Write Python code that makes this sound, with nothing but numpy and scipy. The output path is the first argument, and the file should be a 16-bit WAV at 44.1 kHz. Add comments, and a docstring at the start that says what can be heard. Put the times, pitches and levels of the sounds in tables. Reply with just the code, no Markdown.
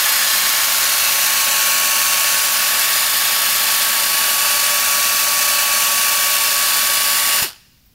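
"""A bright, steady hiss with a whine inside it: an air-powered filler gun, close by, sweeping a car panel.
The hiss is exhaust air, changing colour as the gun turns; the whine is its vane motor and reduction gear.
Near the end the trigger is let go: the valve thumps shut, trapped air escapes and the vanes rattle
and hum as they spin down. One soft thump of the hand follows, over the quiet tone of the workshop."""
import sys
import numpy as np
from scipy import signal
from scipy.fft import rfft, irfft
from scipy.io import wavfile
from scipy.ndimage import uniform_filter1d

SR = 44100
rng = np.random.default_rng(int(sys.argv[2]) if len(sys.argv) > 2 else 0)


def log_audio(samples):
    """Write samples as a 16-bit WAV file to the path given in sys.argv[1]."""
    # one column per channel
    frames = np.atleast_2d(samples).T
    # limit to full scale, then quantise
    limited = np.clip(frames, -1, 1)
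    pcm = np.round(limited * 32767).astype(np.int16)
    wavfile.write(sys.argv[1], SR, pcm)


N = 350152
TIME = np.arange(N) / SR
BINS = np.fft.rfftfreq(2048, 1 / SR)  # Hz
FRAMES = np.arange(N // 512 + 3) * 512 / SR  # seconds

# The gun's path over the panel. Each row: time in seconds, lift (negative is low, positive high),
# reach (negative is left, positive right).
GUN_PATH = [(0, -0.69, -2.6), (.3, -0.63, -2.4), (1, -0.093, -2.1), (1.4, 0.74, -0.59), (1.8, 1, 0.47),
            (2.3, 0.5, -0.56), (2.7, -.4, -0.17), (3.1, -0.94, -1.05), (3.8, -0.82, -0.32),
            (4.1, -0.47, 0.33), (4.6, 0.071, 1), (5, 0.47, 0.67), (5.8, 0.7, 0.92), (6.3, .25, 0.98),
            (6.9, -0.5, 0.96), (7.4, -0.78, 0.41)]
VANE_ORDER = 40  # air puffs per turn of the output shaft
RELEASE_S, SHUT_S = 7.388, 7.424  # the trigger is let go, then the valve snaps shut


def exhaust(turns, air_db=-15.5, vent_db=-21.5, split_hz=4500):
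    """Turbulent air hisses out, throbbing with each shaft turn; trapped air vents once the valve shuts."""
    air = amp(air_db) * air_flow() + after_shut(vent_db, t60_s=.17, rise_s=.004, bend=1.23)
    jet = coloured_noise(exhaust_colour())
    body = signal.sosfiltfilt(signal.butter(2, split_hz, fs=SR, output='sos'), jet)
    gear_ripple = .055 * np.sin(2 * np.pi * 42 * turns)  # the teeth ripple the body of the hiss
    flutter = .07 * band_noise(590, 32)  # the lowest pipe resonance shakes the treble
    sizzle = (jet - body) * (1 + flutter + .13 * spits())
    hiss = body * (1 + gear_ripple) + sizzle
    throb = .051 * sum(np.cos(2 * np.pi * (k * turns + rng.random())) / np.sqrt(k) for k in range(1, 6))
    gusts = .046 * band_noise(0, 45)
    return air * hiss * (1 + throb + gusts)


def exhaust_colour(ripple_db=1.1):
    """The jet's spectrum, frame by frame, through resonances that swell and fade as the gun turns."""
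    # The bare jet. Each row: frequency in Hz, relative level in dB.
    jet_spectrum = [(15, -86), (38, -67.5), (60, -79), (150, -75.5), (420, -73), (525, -69.5), (565, -63.5),
                    (1000, -64.5), (1400, -56), (3000, -56.5), (8000, -59), (14000, -61), (15600, -63.5)]
    # Peaks and dips of the housing and the panel beside it. Each row: centre in Hz, half width in Hz,
    # gain in dB, added dB per unit of lift, added dB per unit of reach.
    resonances = [(586, 14, 6, 1, 1.4), (784, 26, -1, 0, -0.5), (883, 40, 6.5, 0.5, 0),
                  (1190, 41, 0, -0.5, -1.5), (1403, 25, -6.5, 7.5, -3), (1760, 65, 2.4, -.8, -0.2),
                  (2080, 133, -5, -2, -1), (2320, 43, 1.5, 3, 0.7), (2430, 42, -3.5, 4.5, -1.5),
                  (2624, 53, 3.5, 2, 0.5), (2890, 70, 1.5, 1, 0.5), (3280, 140, -4, 0, -1.8),
                  (3460, 105, 0.5, -4, 1.3), (3800, 144, -2, 0.3, -0.8), (4290, 130, 1.5, 0.2, -1),
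                  (4460, 28, -0.5, 0.5, 4.8), (5020, 69, 2.7, -4, 0), (5105, 51, -8.5, -1.5, -1.5),
                  (5820, 72, 0.7, 2, -0.4), (6070, 130, -1, 5, -.5), (6490, 90, 2, 4.5, -0.5),
                  (6710, 91, -6, -2, -2.5), (6930, 190, 2.2, 0, 0.5), (7620, 198, -1, 2, 0.2),
                  (8194, 200, -3, -1, .3), (9600, 270, 2.5, -1, 1), (11340, 160, -3, 2.5, -0.5),
                  (12430, 350, 2.5, -2, -0.3), (13440, 220, 3.5, 1, 2), (14400, 280, 1.5, 0.5, -1.5),
                  (15450, 250, 1, 1, 1)]
    lift, reach = follow(GUN_PATH, FRAMES[:, None])
    colour_db = across(jet_spectrum, BINS)
    for hz, width, db, lift_db, reach_db in resonances:
        colour_db = colour_db + (db + lift_db * lift + reach_db * reach) * bell(BINS, hz, width)
    # Small random ripples drift through the colour above 1 kHz.
    ripples = uniform_filter1d(rng.standard_normal(colour_db.shape), size=45, axis=0)
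    ripples = unit(uniform_filter1d(ripples, size=5, axis=1))
    return colour_db + ripple_db * ripples * (BINS > 1000)


def spits(per_s=500, fade_s=.00018):
    """Tiny random bursts in the flow give it a fine grain: an envelope of mean 0 and rms 1."""
    sizes = rng.uniform(.5, 1, N) * (rng.random(N) < per_s / SR)
    bursts = signal.lfilter([1], [1, -np.exp(-1 / (fade_s * SR))], sizes)
    return unit(bursts - bursts.mean())


def air_flow(t60_s=.19, bend=1.61):
    """Gain of the air supply: full while the trigger is held, then choked ever faster."""
    return amp(-60 * (since_release() / t60_s) ** bend)


def motor(turns, whine_db=-30.5, fall_db_per_s=900, waver_hz=10):
    """The vanes sing one strong note that follows the gun's aim; rotor and gears add faint overtones."""
    # Tones of the rotor (multiples of 8), vanes (of 40) and gear teeth (of 21), with sidebands. Each
    # row: multiple of the shaft's speed, level in dB at full air, added dB per unit of reach.
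    machine_tones = [(8, -52.5, .5), (21, -51, 0), (24, -51, 0), (32, -47, 1), (41, -49, 0),
                     (42, -45.5, -2), (45, -47, 2), (48, -47.5, 0), (56, -48, 0), (58, -47, 1),
                     (80, -42, 2), (81, -47, 0), (83, -46, 0), (84, -40, 0), (104, -47.5, -2),
                     (120, -42.5, 3.5), (160, -40.5, 3), (168, -47, 0), (176, -47, 0), (200, -47, 0)]
    lift, reach = follow(GUN_PATH, TIME)
    vane_db = whine_db + 1.3 * lift + 1.5 * reach - fall_db_per_s * since_release()
    vane_gain = amp(vane_db + .3 * band_noise(0, waver_hz)) + coasting_hum()
    whine = vane_gain * np.sin(2 * np.pi * VANE_ORDER * turns)
    flow = air_flow()
    for order, db, reach_db in machine_tones:
        level_db = db + reach_db * reach + 2 * band_noise(0, waver_hz)
        whine += flow * amp(level_db) * np.sin(2 * np.pi * (order * turns + rng.random()))
    return np.sqrt(2) * whine


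def puff_rate(coast_s=.056):
    """The vanes' air puffs per second: creeping up as filler flows, coasting to a stop without air."""
    # The motor's pitch under power. Each row: time in seconds, puff rate in Hz.
    motor_pitch = [(0, 1082), (.3, 1088), (1.05, 1094), (1.85, 1111), (2.15, 1109), (3.3, 1118),
                   (4.2, 1120), (4.31, 1129.5), (7.3, 1125.5)]
    return follow(motor_pitch, TIME)[0] * np.exp(-since_release() / coast_s)


def shaft_turns(jitter=.00249, jitter_hz=45):
    """Running count of the output shaft's turns; the load makes its speed tremble."""
    turns_per_s = puff_rate() / VANE_ORDER * (1 + jitter * band_noise(0, jitter_hz))
    return np.cumsum(turns_per_s) / SR


def thumps(tick_width_s=.009, tick_width_hz=1600):
    """The closing valve, then the hand: each is one low swing of pressure with a short bright tick."""
    # Each row: centre time in seconds, peak in dB, seconds from centre to peak, tick level in dB,
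    # tick frequency in Hz.
    hits = [(7.425, -25, 0.0013, -24, 14800), (7.868, -46, .0015, -55, 14600)]
    out = np.zeros(N)
    for at_s, db, swing_s, tick_db, tick_hz in hits:
        swing = (TIME - at_s) / swing_s
        out += amp(db) * swing * np.exp((1 - swing ** 2) / 2)
        out += amp(tick_db) * band_noise(tick_hz, tick_width_hz) * bell(TIME, at_s, tick_width_s)
    return out


def vane_rattle(turns, level_db=-30, fade_cycles=.28):
    """No longer pressed out by air, each slowing vane knocks the housing, which rings until the next."""
    # The ring of the motor housing. Each row: centre in Hz, half width in Hz, relative level in dB.
    housing_modes = [(1250, 490, -1), (3000, 350, 1), (4860, 550, 2.5)]
    knocks = unit(np.exp(-(VANE_ORDER * turns % 1) / fade_cycles))
    ring = unit(sum(amp(db) * band_noise(hz, width) for hz, width, db in housing_modes))
    return after_shut(level_db, t60_s=.23, rise_s=.013, bend=1.9) * knocks * ring


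def coasting_hum(level_db=-40.5, boom_db=10, boom_hz=373, boom_width_hz=39):
    """Gain of the vanes' falling note after the valve shuts; it booms on passing the body's resonance."""
    boom = amp(boom_db * bell(puff_rate(), boom_hz, boom_width_hz))
    return after_shut(level_db, t60_s=.16, rise_s=.02, bend=1.5) * boom


def workshop_echo(x):
    """The workshop's diffuse echo, each band dying at its own speed."""
    # Each row: frequency in Hz, seconds to fall 60 dB.
    decay_times = [(100, .6), (1000, 0.83), (3000, 0.99), (5500, 1.07), (8000, 0.77), (15000, 0.59)]
    hz, t, noise = signal.stft(rng.standard_normal(SR), SR, nperseg=256)
    decay = amp(-60 * t / across(decay_times, hz)[:, None])
    tail = signal.istft(noise * decay, SR, nperseg=256)[1]
    return signal.fftconvolve(x, tail / np.linalg.norm(tail))[:N]


def room_tone():
    """The workshop's steady background: a low rumble under a thin hiss."""
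    # Each row: frequency in Hz, relative level in dB.
    room_spectrum = [(15, -14), (30, 1), (77, -4), (170, -5.5), (270, -13), (420, -23), (1200, -27),
                     (2850, -24.5), (5400, -24), (8300, -31), (12000, -26), (15500, -22)]
    return coloured_noise(across(room_spectrum, BINS))


def since_release():
    """Seconds since the trigger was let go."""
    return np.maximum(TIME - RELEASE_S, 0)


def after_shut(db, t60_s, rise_s, bend):
    """Envelope that rises when the valve shuts, then dies away; a bend over 1 makes it linger first."""
    age = np.maximum(TIME - SHUT_S, 0)
    return np.minimum(age / rise_s, 1) * amp(db - 60 * (age / t60_s) ** bend)


def amp(db):
    """Decibels to gain."""
    return 10 ** (np.asarray(db) / 20)


def unit(x):
    """Scales to rms 1."""
    return x / np.sqrt(np.mean(x ** 2) + 1e-20)


def bell(x, centre, width):
    """A bell curve of height 1."""
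    return np.exp(-.5 * ((x - centre) / width) ** 2)


def follow(rows, t):
    """The columns of a curve at the times t."""
    times, *columns = np.transpose(rows)
    return [np.interp(t, times, column) for column in columns]


def across(points, hz):
    """Reads a curve on a log-frequency axis."""
    freqs, values = np.transpose(points)
    return np.interp(np.log(hz + 1), np.log(freqs), values)


def band_noise(centre_hz, width_hz):
    """Noise of rms 1 in one bell-shaped band; around 0 Hz it is a slow random drift."""
    band = bell(np.fft.rfftfreq(N, 1 / SR), centre_hz, width_hz)
    return unit(irfft(rfft(rng.standard_normal(N)) * band, N))


def coloured_noise(colour_db):
    """Noise of rms 1 that follows a spectrum, steady or given frame by frame."""
    real, imag = rng.standard_normal((2, len(FRAMES), len(BINS)))
    spectra = (real + 1j * imag) * amp(colour_db)
    return unit(signal.istft(spectra.T, nperseg=2048, noverlap=1536)[1][:N])


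def scene(echo_db=-25, room_db=-54):
    """The close gun, its faint echo and the room tone, the same in both ears."""
    turns = shaft_turns()
    gun = motor(turns) + exhaust(turns) + vane_rattle(turns) + thumps()
    mono = gun + amp(echo_db) * workshop_echo(gun) + amp(room_db) * room_tone()
    return np.array([mono, mono])


def record(dry):
    """A steep low-pass takes off the very top of the treble."""
    cutoff_hz = 15770
    taps = signal.firwin(2001, cutoff_hz, window=('kaiser', 9), fs=SR)
    return signal.oaconvolve(dry, taps[None], 'same', axes=1)


dry = scene()
out = record(dry)
log_audio(out)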